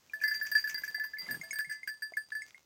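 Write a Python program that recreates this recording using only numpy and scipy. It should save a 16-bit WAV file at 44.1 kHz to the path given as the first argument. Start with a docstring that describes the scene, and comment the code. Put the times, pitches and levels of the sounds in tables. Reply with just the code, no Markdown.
"""Goats browsing at a forest edge, on one microphone in the open air. Over a light patter on the leaves,
a small bell clinks and the nearest goat's sheet-metal bell starts clanking, quick and uneven. A deeper
bell sounds faintly from afar, the animals rustle the brush and a third bell rings on softly. From about
one second in, drops and hooves tap close by, the small bell answers again, one footstep scuffs the
ground and twigs snap."""
import sys
import numpy as np
from scipy import signal
from scipy.fft import rfft, irfft
from scipy.io import wavfile

SR = 44100
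rng = np.random.default_rng(int(sys.argv[2]) if len(sys.argv) > 2 else 0)


def dump_mix(stems):
    """Bounce the given channels to the path in sys.argv[1] as a 16-bit WAV at rate SR."""
    frames = np.atleast_2d(stems).T  # one column per channel
    limited = np.clip(frames, -1, 1)  # hard clip at full scale
    pcm = np.round(limited * 32767).astype(np.int16)
    wavfile.write(sys.argv[1], SR, pcm)


N = 116865
TIME = np.arange(N) / SR
FLUTTER, FLUTTER_PER_S = 0.5, 90  # the modes flutter as a bell swings
SCATTER_DB = 3.5  # spread of an upper mode's level from blow to blow


def undb(db):
    """Decibels to gain."""
    return 10 ** (np.asarray(db) / 20)


def colour(x, spectrum):
    """Filter x by a curve of (freq_hz, level_db) points and scale it to rms 1."""
    hz, db = np.array(spectrum).T
    bin_hz = np.maximum(np.arange(len(x) // 2 + 1) * SR / len(x), 1)
    gain = undb(np.interp(np.log(bin_hz), np.log(hz), db))
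    shaped = irfft(rfft(x) * gain, len(x))
    return shaped / shaped.std()


def hiss(spectrum):
    """Coloured noise."""
    return colour(rng.standard_normal(N), spectrum)


def grains(spectrum, per_s, spread_db):
    """Dense tiny clicks of unequal size."""
    sizes = undb(spread_db * np.minimum(rng.exponential(size=N), 5))
    hits = rng.random(N) < per_s / SR
    return colour(hits * sizes * rng.choice([-1, 1], N), spectrum)


def swell(start, rise_s, fall_s, hold_s=0):
    """Envelope: linear attack, hold, exponential release."""
    age = TIME - start
    return np.clip(age / rise_s, 0, 1) * np.exp(-np.maximum(age - rise_s - hold_s, 0) / fall_s)


def add(out, start, sound):
    """Mix a sound in at a time."""
    i = max(int(start * SR), 0)
    out[i:i + len(sound)] += sound[:N - i]


def wobble(per_s, t):
    """Smooth random swing of amplitude and phase, as a complex signal with rms near 1."""
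    knots = np.arange(int(t[-1] * per_s) + 2) / per_s
    real, imag = rng.standard_normal((2, len(t)))[:, :len(knots)]
    return np.interp(t, knots, real + 1j * imag) * np.sqrt(3 / 4)


def ring(modes, t60_s, rise_s=0.0015, scatter_db=0, flutter=0):
    """Decaying (pitch_hz, level_db) modes; each blow lands elsewhere, so detunes and can reweight them."""
    out, t = 0, TIME[:SR // 2]
    for hz, db in modes:
        gain = undb(db + scatter_db * rng.standard_normal())
        swing = 1 + flutter * wobble(FLUTTER_PER_S, t)
        detuned_hz = hz * (1 + 0.0035 * rng.standard_normal())
        out = out + np.imag(gain * swing * np.exp(2j * np.pi * (detuned_hz * t + rng.random())))
    return out * np.exp(-np.log(1000) * t / t60_s) * (1 - np.exp(-(t / rise_s) ** 2))


def soft_bell(blows, hz, t60_s):
    """One bell mode ringing on after each (start_s, level_db) blow."""
    out = np.zeros(N)
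    for start, db in blows:
        add(out, start, undb(db) * ring([(hz, 0)], t60_s))
    return out


def leaf_patter():
    """Fine patter on the foliage over soft air noise, rising and falling together."""
    # spectrum of patter and air: freq_hz, level_db
    spectrum = [(25, -34), (70, -3), (170, -3), (3800, -10), (6300, -6.5), (9500, -21.5), (15000, -15.5)]
    # their loudness contour: time_s, level_db
    contour = [(.1, -64.5), (.35, -59), (.75, -58.5), (1.16, -64.5), (1.4, -61), (1.8, -68), (2.28, -69),
               (2.45, -65), (2.65, -68.5)]
    level = undb(np.interp(TIME, *np.array(contour).T))
    return level * (0.61 * hiss(spectrum) + 0.56 * grains(spectrum, per_s=1100, spread_db=6))


def small_bell():
    """A smaller, higher bell: each blow is a dry clink with a weak hum and bright upper modes."""
    # clapper blows: start_s, level_db, upper_relative_db, pitch_hz
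    blows = [(0.097, -44, -28, 2390), (0.203, -41, -21, 2435), (1.170, -38.5, -31, 2150),
             (1.262, -35.5, -23, 2138), (1.413, -31.5, -5, 2118), (1.508, -28, -3.5, 2182),
             (1.645, -32.5, -11, 1993), (1.831, -34, -12, 2103), (2.136, -36, -16, 2113),
             (2.419, -33, -4, 2030), (2.545, -40.5, -11, 2056)]
    # upper modes: pitch_hz, level_db
    modes = [(5120, -19), (6600, -15), (7950, -21), (9100, -21), (10650, -25), (14900, -25)]
    out = np.zeros(N)
    for start, db, upper_db, hz in blows:
        clank = ring([(hz, 0)], t60_s=0.03, rise_s=0.00092)
        hum = ring([(max(hz, 2136), -11)], t60_s=0.14, rise_s=0.0013, flutter=2 * FLUTTER)
        upper = ring(modes, t60_s=0.094, rise_s=0.00092, scatter_db=SCATTER_DB, flutter=FLUTTER)
        add(out, start, undb(db) * (clank + hum + undb(upper_db) * upper))
    return out


def near_hum(t, t60_s, glancing, chatter_per_s):
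    """The near bell's lowest mode: the clapper pulls it flat, chatters, then rests and chokes it."""
    hum_hz, sag_hz, chatter_flat_hz = 1738, 63.5, 70
    rise_s, chatter_s, choke_s, free_t60_s = 0.0021, 0.024, 0.13, 0.12
    chatter = np.exp(-t / chatter_s - 2j * np.pi * chatter_flat_hz * t) * wobble(chatter_per_s, t)
    # on a choked blow the clapper stays pressed to the wall and holds the hum flat for longer
    contact_s = 0.0035 + 0.025 * max(1 - t60_s / free_t60_s, 0)
    hz = hum_hz - sag_hz * np.exp(-t / contact_s)
    fade = np.exp(-np.log(1000) * t / t60_s) * (1 + 0.16 * wobble(FLUTTER_PER_S, t))
    tone = np.imag((fade + 0.5 * glancing * chatter) * np.exp(2j * np.pi * np.cumsum(hz) / SR))
    return tone * (1 - np.exp(-(t / rise_s) ** 2)) * np.exp(-(t / choke_s) ** 4)


def near_bell():
    """The sheet-metal bell by the microphone: each blow ticks, buzzes the rim and restarts the ring."""
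    # clapper blows: start_s, hum_db, hum_t60_s, middle_db, top_db
    blows = [(0.134,-29,0.16,-57.5,-53.5), (.213,-30.5,0.31,-61,-53.5), (.236,-20.5,0.19,-41,-45),
             (.277,-25,0.17,-38.5,-48.5), (0.312,-24,0.18,-46,-51.5), (.345,-33,0.25,-43,-50.5),
             (0.412,-24,0.17,-48,-55), (0.451,-30,0.15,-45,-53), (.515,-24.5,0.14,-42,-48.5),
             (.551,-14.5,0.15,-38,-45.5), (.595,-36,0.13,-40.5,-51.5), (.64,-25,.18,-42.5,-52),
             (.674,-20,.04,-45,-49), (.688,-36,0.45,-51,-53), (.743,-33,0.19,-37,-55.5),
             (.779,-26.5,0.047,-45.5,-51), (.835,-26.5,0.075,-53.5,-51.5), (0.877,-29.5,0.15,-48.5,-52),
             (.944,-28,0.16,-43,-49.5), (.996,-27,0.29,-49.5,-56), (1.038,-28.5,0.14,-45.5,-51),
             (1.134,-33,.27,-67,-64.5), (1.184,-55,0.4,-42.5,-51.5), (1.286,-31.5,0.24,-53.5,-75),
             (1.308,-27,0.14,-44,-45), (1.343,-29,0.072,-52.5,-55), (1.433,-42.5,0.29,-52,-58),
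             (1.529,-31.5,0.13,-51,-50.5), (1.556,-32.5,.41,-50.5,-53), (1.59,-21,0.087,-41.5,-49.5),
             (1.608,-30.5,.19,-55,-55), (1.695,-34.5,0.2,-48.5,-55), (1.711,-29.5,0.21,-43,-56.5),
             (1.875,-17,0.021,-43.5,-51), (1.888,-29,0.19,-46.5,-56), (2.021,-29.5,0.21,-49.5,-53),
             (2.169,-24,.13,-48,-53.5), (2.319,-29,.13,-58,-66.5), (2.3502,-30,0.31,-53,-57.5)]
    # three groups of upper modes, mostly split pairs: pitch_hz, level_db
    middle = [(4724, 0), (4810, -2.5)]
    high = [(8430, 0), (8790, -2)]
    top = [(12970, -1), (13345, -1), (14420, -10), (15120, -4), (15600, -12)]
    # the high pair gets louder as the goat turns: time_s, relative_to_top_db
    turn = [(1.3, -10), (1.35, 2)]
    # spectra of the clapper's tick and the rim's dense cluster of modes: freq_hz, level_db
    tick_spectrum = [(1000, -20.5), (1900, 22), (3800, -10), (5500, 9), (8000, -4.5)]
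    rim_spectrum = [(6000, -19), (12300, -20), (13300, 2), (13800, -8), (15300, 0), (16300, -14)]
    # hard clicks where the clapper hits the rim squarely: start_s, level_db
    square_hits = [(0.515, -36), (0.7438, -36), (1.587, -36.5), (1.875, -43), (2.169, -45)]
    tick_relative_db, tick_s, buzz_relative_db, buzz_s = -11.5, 0.013, -7.5, 0.028
    hum_stop_s, upper_stop_s, chatter_per_s = 0.00059, 0.0082, 170
    out, ticks, buzz = np.zeros((3, N))
    t = TIME[:SR // 2]
    gaps = np.diff([row[0] for row in blows] + [N / SR])
    for (start, hum_db, hum_t60_s, middle_db, top_db), gap in zip(blows, gaps):
        # glancing blows favour the middle modes and chatter most
        glancing = min(undb((middle_db - hum_db) / 2), 1)
        hum = undb(hum_db) * near_hum(t, hum_t60_s, glancing, chatter_per_s)
        high_db = top_db + np.interp(start, *np.array(turn).T)
        groups = [(middle, middle_db, 0.34), (high, high_db, 0.28), (top, top_db, 0.14)]
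        upper = sum(undb(db) * ring(modes, t60_s, scatter_db=SCATTER_DB, flutter=FLUTTER)
                    for modes, db, t60_s in groups)
        late = np.maximum(t - gap, 0)  # time since the next blow, which stops this ring
        add(out, start, hum * np.exp(-late / hum_stop_s) + upper * np.exp(-late / upper_stop_s))
        add(ticks, start, undb(tick_relative_db + (hum_db + top_db) / 2) * np.exp(-t / tick_s))
        rattle = np.abs(wobble(chatter_per_s, t))
        add(buzz, start, undb(top_db + buzz_relative_db) * np.exp(-t / buzz_s) * rattle)
    clicks = sum(undb(db) * swell(start, rise_s=0.00059, fall_s=0.0028) for start, db in square_hits)
    return out + ticks * hiss(tick_spectrum) + (buzz + clicks) * hiss(rim_spectrum)


def far_bell():
    """A deeper bell, struck twice, faint with distance."""
    # clapper blows: start_s, level_db
    blows = [(.155, -63.5), (1.43, -58.5)]
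    return soft_bell(blows, hz=657, t60_s=0.53)


def brush_rustle():
    """Leaves crackle in bursts as the goats push through the brush."""
    # pushes: start_s, level_db
    pushes = [(0.219, -49), (0.336, -46), (0.463, -46), (0.576, -45), (0.693, -42), (0.841, -48),
              (1.72, -52), (2.476, -59)]
    # spectrum of the leaves: freq_hz, level_db
    spectrum = [(400, -31.5), (2200, 6), (3800, -16), (6000, 5), (8600, -14.5), (11500, -15), (15000, -28)]
    bursts = sum(undb(db) * swell(start, rise_s=0.003, fall_s=0.022) for start, db in pushes)
    return bursts * grains(spectrum, per_s=5000, spread_db=4)


def third_bell():
    """A clear, long-ringing bell, nudged softly."""
    # nudges: start_s, level_db
    blows = [(.236, -37), (.744, -45.5), (.944, -44.5), (1.185, -43), (1.69, -46)]
    return soft_bell(blows, hz=2036, t60_s=0.5)


def pings():
    """Stray glancing touches on a bell, each sounding a single high partial."""
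    # touches: start_s, level_db, pitch_hz
    touches = [(.278, -41, 5140), (0.427, -52, 9340), (.425, -37, 15000)]
    out = np.zeros(N)
    for start, db, hz in touches:
        add(out, start, undb(db) * ring([(hz, 0)], t60_s=0.098, rise_s=0.00092, flutter=FLUTTER))
    return out


def taps():
    """Drops and hooves land close by: hollow, gritty knocks that last only a few cycles."""
    # impacts: start_s, level_db, pitch_hz
    impacts = [(0.982, -43.5, 735), (1.049, -43, 1040), (1.23, -54.5, 181), (1.396, -49.5, 163.6),
               (1.672, -56.5, 155), (2.121, -39.5, 662)]
    rise_s, decay_cycles = 0.00084, 2.6
    out, t = np.zeros(N), TIME[:SR // 8]
    for start, db, hz in impacts:
        band = signal.butter(2, [hz / 2, 2 * hz], "band", fs=SR, output="sos")
        grit = signal.sosfilt(band, rng.standard_normal(len(t)))
        knock = np.sin(2 * np.pi * hz * t) + 0.25 * grit / grit.std()
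        envelope = (1 - np.exp(-t / rise_s)) * np.exp(-t * hz / decay_cycles)
        add(out, start, undb(db) * knock * envelope)
    return out


def footstep():
    """A sole scuffs the litter, then the weight crunches into soft ground."""
    # spectra of the litter and the ground: freq_hz, level_db
    litter = [(150, -25), (750, -3.5), (12000, -20.5)]
    ground = [(40, -46), (150, -3), (3000, -36)]
    scuff = undb(-56.5) * swell(1.212, rise_s=0.004, hold_s=0.075, fall_s=0.15)
    weight = undb(-53.5) * swell(1.275, rise_s=0.0096, hold_s=0.075, fall_s=0.035)
    return (scuff * grains(litter, per_s=1100, spread_db=1.5)
            + weight * grains(ground, per_s=500, spread_db=1.5))


def twig_snaps():
    """Single twigs break, each with a very short burst of noise."""
    # breaks: start_s, level_db
    snaps = [(1.587, -44), (2.304, -49), (2.507, -51.5), (2.579, -52)]
    # spectrum of a snap: freq_hz, level_db
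    spectrum = [(400, -21), (1200, -2.5), (3600, -1.5), (9000, -21)]
    bursts = sum(undb(db) * swell(start, rise_s=0.00059, fall_s=0.0018) for start, db in snaps)
    return bursts * hiss(spectrum)


def scene():
    """The forest edge in the open air, on one microphone."""
    bells = small_bell() + near_bell() + far_bell() + third_bell() + pings()
    return (leaf_patter() + bells + brush_rustle() + taps() + footstep() + twig_snaps())[None]


def record(dry):
    """The recorder cuts the top with a steep low-pass."""
    cutoff_hz = 16100
    return signal.sosfilt(signal.ellip(10, 0.2, 70, cutoff_hz, fs=SR, output="sos"), dry)


dry = scene()
out = record(dry)
dump_mix(out)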